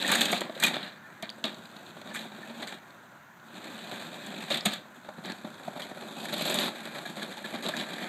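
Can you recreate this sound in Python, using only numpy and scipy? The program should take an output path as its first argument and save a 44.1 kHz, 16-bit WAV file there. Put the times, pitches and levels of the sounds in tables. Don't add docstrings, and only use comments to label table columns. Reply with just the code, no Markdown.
import sys
import numpy as np
from scipy import signal
from scipy.fft import rfft, irfft, next_fast_len
from scipy.io import wavfile
from scipy.ndimage import uniform_filter1d, map_coordinates

SR = 44100
rng = np.random.default_rng(int(sys.argv[2]) if len(sys.argv) > 2 else 0)


def transcribe(signal):
    frames = np.atleast_2d(signal).T
    limited = np.clip(frames, -1, 1)
    pcm = np.round(limited * 32767).astype(np.int16)
    wavfile.write(sys.argv[1], SR, pcm)


def invert_db(x):
    u = np.asarray(x, float) / 20
    return 10 ** u


N = 356548


def unit(x):
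    return x / np.sqrt(np.mean(x ** 2) + 1e-20)


def along(points, hz):
    f, v = np.transpose(points)
    return np.interp(np.log(hz + 1), np.log(f + 1), v)


def wobble(rate):
    knots = rng.standard_normal(int(N * rate / SR) + 4)
    return map_coordinates(knots, [np.arange(N) * rate / SR])


def coloured(x, spectrum):
    size = 4096
    gain = np.maximum(invert_db(along(spectrum, np.fft.rfftfreq(size, 1 / SR))), 1e-4)
    cepstrum = irfft(np.log(gain))
    cepstrum[1:size // 2] *= 2
    cepstrum[size // 2 + 1:] = 0
    response = irfft(np.exp(rfft(cepstrum)))
    return signal.fftconvolve(x, response / np.linalg.norm(response))[:N]


def patchy(depth_db):
    z = signal.stft(rng.standard_normal(N), nperseg=512)[2]
    field = uniform_filter1d(rng.standard_normal(z.shape), size=5, axis=0)
    field = uniform_filter1d(field, size=6, axis=1)
    return unit(signal.istft(z * invert_db(depth_db * unit(field)), nperseg=512)[1][:N])


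def grains(per_second, spread_db, t60):
    chance, size = rng.random(N), rng.uniform(0.034, 1, N)
    hits = (chance < per_second / SR) * invert_db(spread_db * size)
    return unit(signal.lfilter([1], [1, -invert_db(-60 / (t60 * SR))], hits))


def pings(table, crack, voices, detune):
    out, t = np.zeros(N + SR), np.arange(SR // 6) / SR
    dull = signal.butter(2, [1200, 5600], "band", fs=SR, output="sos")
    offsets = rng.standard_normal((len(table), voices, 1))
    for (s, db, hz, t60), offset in zip(table, offsets):
        ring = np.sin(2 * np.pi * hz * (1 + detune * offset) * t).mean(axis=0)
        ring = ring * invert_db(-60 * t / t60) * (1 - np.exp(-t / 0.0023))
        noise = signal.sosfilt(dull, rng.standard_normal(len(t)))
        snap = crack * noise * invert_db(-60 * t / 0.0025)
        out[round(s * SR):][:len(t)] += invert_db(db) * (ring + snap)
    return out[:N]


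# [t/s, caster grinding level/dB, motor effort level/dB]
DRIVE = [(0.43, -56, -54.5), (0.97, -69, -57.5), (1.7, -58, -56.5), (2.62, -55, -53.5), (2.78, -66, -58),
         (3.4, -74.5, -82), (3.54, -54, -56), (3.72, -50, -53.5), (4.57, -46.5, -50), (4.64, -58, -58),
         (4.862, -65.5, -61), (5.11, -62, -56), (5.31, -56.5, -55.5), (5.95, -54, -56.5), (6.2, -48, -58),
         (6.9, -49, -49), (7.14, -51, -59.5), (7.6, -51.5, -51), (8.08, -46.5, -44.5)]
# [t/s, swell/s, hold/s, extra level/dB]
SKIDS = [
    (0.0, .05, 0.38, 21),
    (0.728, 0.23, 0.0087, 23.5),
    (6.565, 0.36, 0.097, 13.5),
]


def controls():
    t = np.arange(N) / SR
    s, *levels = np.transpose(DRIVE)
    roll_db, motor_db = [np.interp(t, s, c) for c in levels]
    release_s, motor_share = 0.05, 0.61
    skid_db = np.zeros(N)
    for at, swell, hold, db in SKIDS:
        corners = np.cumsum([at - swell, swell, hold, release_s])
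        skid_db += np.interp(t, corners, [0, db, db, 0])
    grind_db = roll_db + skid_db
    over_db = grind_db + 52
    rumble_db = -47.5 + 0.63 * over_db
    grit_db = -60 + 0.77 * over_db
    return grind_db, rumble_db, motor_db + motor_share * skid_db, grit_db


# [f/Hz, level/dB per Hz]
BODY = [(41, -30), (70, -45.5), (162, -4.5), (214, 1), (270, -5), (390, -6), (432, -12.5), (577, -5),
        (787, -7), (1040, -13.5), (1100, -14), (1430, -16.5), (2420, -120)]
# [f/Hz, level/dB per Hz]
WHIR = [(530, -42.5), (900, 5), (1030, -14), (1160, 5.5), (1290, 1.5), (1730, 11), (2130, 6), (2440, 10),
        (2690, -41), (3000, -64), (3900, -34), (6600, -120)]
# [f/Hz, level/dB per Hz]
GRIND = [(1590, -12.5), (2700, 5), (2980, 6), (3350, 11.5), (3790, 14.5), (4210, 9.5), (5230, -9),
         (5500, 1), (7150, -83), (12100, -120)]
# [f/Hz, level/dB per Hz]
GRIT = [(3120, -29), (5300, -9), (6120, -1), (6790, 4), (7740, 6), (9020, -1.5), (10100, -7.5), (11500, -1),
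        (11900, -1.5), (12900, -5.5), (14800, -11), (15600, -19)]


def rolling():
    grind_db, rumble_db, whir_db, grit_db = controls()
    bumps = unit(invert_db(1.2 * wobble(30)) * (1.8 + grains(200, spread_db=4, t60=.04)))
    crunch = unit(2.6 + grains(300, spread_db=6, t60=0.008))
    rumble = invert_db(rumble_db + 0.21 * wobble(13)) * coloured(bumps * patchy(depth_db=2.0), BODY)
    whir = invert_db(whir_db + 0.54 * wobble(15)) * coloured(bumps * crunch * patchy(depth_db=0.5), WHIR)
    muffled = signal.sosfilt(signal.butter(3, 1950, fs=SR, output="sos"), whir)
    openness = np.clip((grind_db + 66) / 14, 0, 1)
    whir = muffled + openness * (whir - muffled)
    grind = invert_db(grind_db) * coloured(bumps * crunch * patchy(depth_db=1.5), GRIND)
    grit = invert_db(grit_db) * coloured(bumps * crunch * patchy(depth_db=0.8), GRIT)
    return rumble + whir + grind + grit


# [f/Hz, width/Hz, level/dB]
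HOUSING = [(230.5, 13, -5.5), (1150, 12, -19), (1596, 73, 3), (1787, 13, -4), (2357, 14, -20),
           (2540, 47, 9)]


def housing(x):
    size = next_fast_len(N + SR // 4)
    f = np.fft.rfftfreq(size, 1 / SR)
    gain = 1
    for c, w, db in HOUSING:
        gain = gain + invert_db(db) * 1j * f * w / (c * c - f * f + 1j * f * w)
    return irfft(rfft(x, size) * gain, size)[:N]


# [t/s, peak level/dB, hardness/dB, bracket clank level/dB, t60/s]
BLOWS = [(0.083, -22, 5, 6, 0.21), (0.092, -18, 0, 4.5, 0.19), (0.117, -14.5, 1, -4, 0.58),
         (0.152, -19, 15.5, 14, 0.027), (0.209, -12.5, 6.5, -8, 0.11), (0.315, -25, 15, -5, 0.11),
         (0.325, -14.5, -14, 4, 0.078), (0.601, -39, 20, 13, 0.076), (0.619, -27, 2, 1, 0.24),
         (0.624, -18, 6.5, 7, 0.19), (0.635, -10, 4.5, -15, 0.11), (0.664, -13.5, 3, 2, 0.085),
         (0.736, -24, -7, -1, 0.77), (1.227, -22.5, -9, -0.5, 0.12), (1.4405, -19.5, -6, -4, 0.24),
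         (2.141, -32.5, 11, 7, 0.24), (2.158, -29, -4, -14, 0.32), (4.503, -13, -3.5, -3, 0.3),
         (4.652, -12, -1, -3, 0.21), (4.719, -23.5, -2, -7, 0.23), (7.624, -22, -1, -6.5, 0.27),
         (7.649, -22.5, -10.5, -30, 0.2), (7.685, -15, -2, -11, 0.067), (7.766, -20.5, -2, -12, 0.21)]


def blows():
    return [(s, db, -12.5 - 0.68 * hard, clank_db, -20.5 + hard, t60, 0)
            for s, db, hard, clank_db, t60 in BLOWS]


# [t/s, peak level/dB, weight/dB, t60/s]
RATTLES = [(0.047, -40, -11, 0.07), (0.407, -27, 4.5, 0.22), (0.829, -39, 0.5, 0.26),
           (2.081, -38.5, 4, 0.6), (2.492, -36, 4.5, 0.097), (2.595, -38, 4.5, 0.14),
           (2.622, -28.5, -1, 0.081), (2.669, -32.5, -5.5, 0.26), (2.719, -35.5, 2.5, 0.18),
           (5.046, -44, 6, 0.19), (5.237, -32, 2.5, 0.24), (5.274, -35, 7.5, 0.16), (5.297, -33, 0, 0.086),
           (5.755, -37.5, 6.5, 0.31), (5.793, -35, -4.5, .2), (5.818, -37, -7, 0.26),
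           (6.25, -28, -7, 0.034), (6.283, -28.5, -2, 0.12), (6.871, -37, 0, 0.067), (6.944, -32, 1, 0.32),
           (7.052, -31.5, -2, 0.25), (7.163, -32, -2.5, 0.51), (7.22, -31.5, -2, 0.11),
           (7.309, -35, -4.5, 0.33), (7.369, -36, -2, 0.16), (7.442, -30.5, 0, 0.2), (7.536, -30, 3, 0.2),
           (7.737, -36, 5, 0.11), (7.795, -29.5, 1.5, 0.28), (7.886, -31.5, 0, 0.29),
           (7.959, -34, 1, 0.064), (8.012, -27.5, 1.5, 0.26)]


def rattles():
    hold_s = 0.0091
    return [(s, db, -5.5 + heavy, -0.82, -21.5 - 0.68 * heavy, t60, hold_s)
            for s, db, heavy, t60 in RATTLES]


# [t/s, peak level/dB]
THUMPS = [(0.493, -33), (1.967, -37.5), (2.015, -38.5), (2.057, -35.5), (2.253, -40), (2.318, -41),
          (3.922, -33.5), (4.43, -35), (5.087, -34.5), (5.182, -37.5), (5.445, -34), (5.47, -37.5),
          (5.677, -33), (5.77, -44), (5.853, -35.5), (5.912, -33.5), (5.971, -37), (6.021, -33),
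          (6.047, -38), (6.679, -30), (6.873, -42), (6.945, -46), (6.984, -34), (7.18, -43), (7.233, -35.5),
          (7.55, -39)]


def thumps():
    return [(s, db, 6.5, 1, -25, 0.05, 0) for s, db in THUMPS]


# [t/s, peak level/dB]
TAPS = [(0.255, -11.5), (0.378, -13.5), (1.299, -34), (1.653, -36), (1.713, -43), (1.765, -30),
        (1.863, -32.5), (3.787, -27), (3.995, -44), (4.344, -30), (4.607, -50), (5.381, -33), (5.544, -40),
        (6.202, -23), (7.932, -21)]


def taps():
    return [(s, db, -18, -47, -26, 0.037, 0) for s, db in TAPS]


# [t/s, peak level/dB]
SLIPS = [
    (6.324, -22),
    (6.365, -25),
    (6.408, -21.5),
    (6.453, -22),
    (6.497, -23),
    (6.541, -20.5),
    (6.586, -17.5),
    (6.631, -26),
]


def slips():
    return [(s, db, -8.5, -7, -21, 0.27, 0) for s, db in SLIPS]


def squeaks():
    late_s, squeak_hz, t60_s = 0.013, 11900, 0.018
    grips = [(s + late_s, db - 1, squeak_hz, t60_s) for s, db in SLIPS]
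    return pings(grips, crack=0, voices=3, detune=.03)


def tray():
    tray_hz, t60_s = 590, 0.31
    return pings([(s, db - 15, tray_hz, t60_s) for s, db in SLIPS], crack=.1, voices=2, detune=.012)


# [f/Hz, level/dB, t60/s]
STEEL = [(195, -36, 0.43), (604, 14.5, 0.88), (1660, -31.5, 0.091), (1930, -22, 0.45), (2180, -25, 0.13),
         (2390, -18, 0.62), (2570, -59, 1.2), (3400, -18, 0.5), (3400, -27, 0.58), (4100, -23, 0.038),
         (4680, 1, 0.42), (4700, -25, 0.096), (5000, -14, 0.19), (4900, -27, 0.46), (6360, -13, 0.3),
         (6720, 19.5, 0.17), (7600, -24.5, 0.15), (7640, 2, 0.11), (7600, -34, 0.2), (8360, 18, 0.21),
         (9600, -7, 0.41), (8960, 15.5, 0.19)]


def jolts():
    contacts = blows() + rattles() + thumps() + taps() + slips()
    t = np.arange(SR // 3) / SR
    hz, level_db, ring_t60 = np.transpose(STEEL)[:, :, None]
    ring_db = level_db - 60 * t / np.clip(0.44 * ring_t60, .03, .3)
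    rings = invert_db(ring_db) * np.sin(2 * np.pi * hz * t)
    part = np.digitize(hz[:, 0], [950, 2800, 5400])
    shake, frame = np.zeros((4, N + SR)), np.zeros(N + SR)
    scatter_db = 3 * rng.standard_normal((len(contacts), len(STEEL)))
    rise = 1 - np.exp(-t / .0018)
    for (s, db, knock_db, clank_db, crack_db, t60, hold), scatter in zip(contacts, scatter_db):
        start = round(s * SR)
        parts_db = db + np.array([knock_db - 5.0, clank_db - 12.5, -12, crack_db - 2.5])
        life = np.clip(t60, .015, .5)
        decay = invert_db(-60 * np.maximum(t - hold, 0) / life) + 0.23 * invert_db(-60 * t / 0.002)
        shake[:, start:][:, :len(t)] += invert_db(parts_db)[:, None] * decay * rise
        strengths = invert_db(parts_db[part] + scatter - 24.5)
        frame[start:][:len(t)] += strengths @ rings * invert_db(-25 * t / life)
    chatter = unit(1.2 + grains(350, spread_db=5, t60=.012))
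    out = frame[:N]
    for envelope, voice in zip(shake, [BODY, WHIR, GRIND, GRIT]):
        out = out + coloured(envelope[:N] * chatter * patchy(depth_db=1.5), voice)
    return out


# [t/s, peak level/dB, f/Hz, t60/s]
CLANKS = [(0.047, -12.5, 1810, 0.023), (0.09, -16, 1760, 0.058), (0.495, -25, 645, 0.058),
          (0.565, -24, 530, 0.027), (0.641, -11.5, 2470, 0.068), (1.228, -23.5, 670, 0.039),
          (1.445, -30, 643, 0.069), (2.109, -38, 1760, 0.16), (2.156, -23, 1734, 0.054),
          (2.19, -38, 1810, 0.08), (2.43, -36, 1780, 0.096), (4.51, -22, 590, 0.1),
          (4.66, -24, 210.4, 0.15), (4.658, -21, 692, 0.049), (5.087, -49, 622, 0.38),
          (5.182, -36, 686, 0.038), (5.678, -15, 700, 0.012), (0.33, -21.5, 716, 0.093),
          (6.98, -34, 1680, .04), (7.053, -29.5, 1690, 0.054), (7.22, -28.5, 1665, 0.066),
          (7.371, -31, 850, 0.046), (7.442, -29.5, 1710, 0.078), (7.688, -24.5, 604, 0.097),
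          (7.738, -13.5, 1690, 0.016)]


def clanks():
    return pings(CLANKS, crack=.1, voices=2, detune=.012)


# [t/s, peak level/dB, f/Hz, t60/s]
SLAPS = [
    (1.225, -26, 3600, 0.02),
    (1.44, -41, 3840, 0.084),
    (4.503, -24, 3640, 0.042),
    (5.258, -27, 3330, 0.059),
    (5.82, -28, 3300, .08),
]


def slaps():
    return pings(SLAPS, crack=2.2, voices=3, detune=.1)


# [t/s, peak level/dB, f/Hz]
TICKS = [(0.117, -14, 3700), (0.3254, -29, 3950), (0.601, -17.5, 4200), (0.8855, -26, 3840),
         (1.301, -15.5, 4540), (1.441, -10, 4030), (1.545, -22, 4000), (1.655, -24.5, 4160),
         (1.715, -32, 4240), (1.765, -26.5, 4150), (2.015, -27, 3850), (2.621, -29, 4100),
         (2.674, -19, 4320), (2.72, -34, 4270), (2.9058, -32.5, 4120), (3.399, -37.5, 4000),
         (4.6077, -12, 4730), (4.7376, -27, 4020), (5.049, -44, 3700), (5.321, -16.5, 4260),
         (5.544, -30, 4060), (6.6772, -30, 4000), (7.2323, -34, 4000), (7.372, -24, 2980),
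         (7.6886, -25, 3930), (7.7667, -14, 3800)]


def ticks():
    t60_s = 0.013
    return pings([(*row, t60_s) for row in TICKS], crack=.6, voices=3, detune=.08)


# [t/s, bright peak level/dB, body peak level/dB, t60/s]
SNAPS = [(0.025, -43, -26, 0.014), (0.066, -38, -30, .03), (0.078, -32, -31, .03), (0.117, -19, -37, 0.023),
         (0.153, -33, -32, 0.034), (0.2088, -25, -22, 0.02), (0.216, -37, -28, 0.014),
         (0.254, -30, -41, 0.051), (0.407, -36.5, -30, .04), (0.55, -55, -43, 0.089),
         (0.6005, -28.5, -43, 0.016), (0.638, -17, -18, 0.0093), (0.6645, -29, -28, 0.019),
         (0.09, -34, -38, 0.019), (1.2253, -41.5, -37.5, 0.025), (2.016, -54, -41, 0.015),
         (0.741, -51, -33, 0.033), (0.829, -61, -37, 0.043), (1.2926, -57, -32, 0.011),
         (1.441, -45, -19.5, 0.018), (1.455, -43, -34, 0.018), (2.622, -46, -40, 0.014),
         (4.264, -44.5, -49, .03), (4.422, -50, -42, 0.045), (4.518, -49, -21.5, .03),
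         (4.543, -39, -27, 0.054), (4.572, -38, -28.5, 0.048), (4.6563, -22.5, -40, 0.03),
         (4.736, -35, -42, .02), (4.9637, -58, -54, 0.018), (6.341, -49, -28, 0.025),
         (6.381, -43, -38, .02), (6.408, -41, -38, 0.017), (6.453, -35, -32, 0.024),
         (6.498, -30, -31, 0.018), (6.543, -28, -34, 0.022), (6.587, -32, -22, 0.022),
         (6.678, -44, -32, 0.026), (6.806, -52, -52, .03), (6.854, -44, -36, 0.023), (6.984, -50, -40, .03),
         (7.325, -55, -36, .02), (7.371, -62, -64, .02), (7.426, -50, -52, .02), (7.6868, -35, -41, .02),
         (7.7668, -41, -35, 0.017)]


def snaps():
    shake, t = np.zeros((2, N + SR)), np.arange(SR // 10) / SR
    for s, bright_db, body_db, t60 in SNAPS:
        peaks_db = np.array([[bright_db], [body_db]])
        shake[:, round(s * SR):][:, :len(t)] += invert_db(peaks_db - 60 * t / t60)
    bright, body = shake[:, :N] * rng.standard_normal((2, N))
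    return coloured(bright, GRIT) + coloured(body, GRIND)


# [t/s, length/s, f/Hz, level/dB]
HUMS = [
    (0.85, 0.3, 1776, -59),
    (0.85, 0.4, 1460, -62),
    (1.998, 0.4, 214, -49),
    (2.464, 0.24, 235, -46.5),
    (4.759, 0.24, 1550, -61),
    (4.797, 0.27, 245, -59.5),
]


def hum():
    t, out = np.arange(N) / SR, np.zeros(N)
    drift_hz, flutter_db = 7 * wobble(12), 4 * wobble(20)
    climb_hz_per_s = 10
    for s, length, hz, db in HUMS:
        pitch_hz = hz + drift_hz + climb_hz_per_s * (t - s - length / 2)
        swell = np.sqrt(np.sin(np.pi * np.clip((t - s) / length, 0, 1)).clip(0))
        out += invert_db(db + flutter_db) * swell * np.sin(2 * np.pi * np.cumsum(pitch_hz) / SR)
    return out


# [f/Hz, t60/s]
WALLS = [(200, 0.53), (2000, 0.34), (10000, 0.031)]


def walls(x):
    hz, t, z = signal.stft(rng.standard_normal(SR // 2), SR, nperseg=256)
    tail = signal.istft(z * invert_db(-60 * t / along(WALLS, hz)[:, None]), SR, nperseg=256)[1]
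    delayed = np.pad(x, (700, 0))
    return signal.fftconvolve(delayed, tail / np.linalg.norm(tail))[:N]


# [f/Hz, level/dB per Hz]
STREET = [(15, -73), (25, -64), (64, -18), (119, 4.5), (152, 3), (483, -13), (1050, 3), (1210, -2),
          (1420, 5.5), (2560, -12), (4760, -22), (6580, -17.5), (11000, -47), (13600, -15), (15600, -29)]


def street():
    swell_db = .6 * wobble(1.5)
    return invert_db(-54.5 + swell_db) * coloured(patchy(depth_db=0.8), STREET)


# [f/Hz, level/dB]
FACING = [(2400, 0), (2750, -3), (3400, -1), (4000, -1.5), (4600, 0), (9500, -0.5), (10800, 4.5),
          (12600, 0), (13100, -4), (15600, -6)]


def turned(x):
    turn_s, takes_s = 4.9, 0.25
    share = np.clip((np.arange(N) / SR - turn_s) / takes_s, 0, 1)
    facing = irfft(rfft(x) * invert_db(along(FACING, np.fft.rfftfreq(N, 1 / SR))), N)
    return x + share * (facing - x)


def scene():
    cart = housing(rolling()) + jolts() + clanks() + tray() + slaps()
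    cart = cart + ticks() + snaps() + squeaks() + hum()
    return turned(cart + invert_db(-18.5) * walls(cart) + street())[None]


def top_cut(x):
    return signal.sosfilt(signal.butter(12, 15480, fs=SR, output="sos"), x)


# [f/Hz, width/Hz, depth 0-1]
DIPS = [(5400, 380, .7), (10250, 400, .7), (13600, 500, .5)]


def record(dry):
    hz = np.fft.rfftfreq(N, 1 / SR)
    dips = np.prod([1 - depth * np.exp(-((hz - c) / w) ** 2) for c, w, depth in DIPS], axis=0)
    bass_cut = signal.butter(2, 55, "high", fs=SR, output="sos")
    heard = irfft(rfft(signal.sosfilt(bass_cut, dry)) * dips * (hz < 15450), N)
    heard = heard + invert_db(-73.5) * signal.sosfilt(bass_cut, rng.standard_normal(N))
    top, knee = .4, 4
    heard = heard / (1 + np.abs(heard / top) ** knee) ** (1 / knee)
    return top_cut(heard)


dry = scene()
out = record(dry)
transcribe(out)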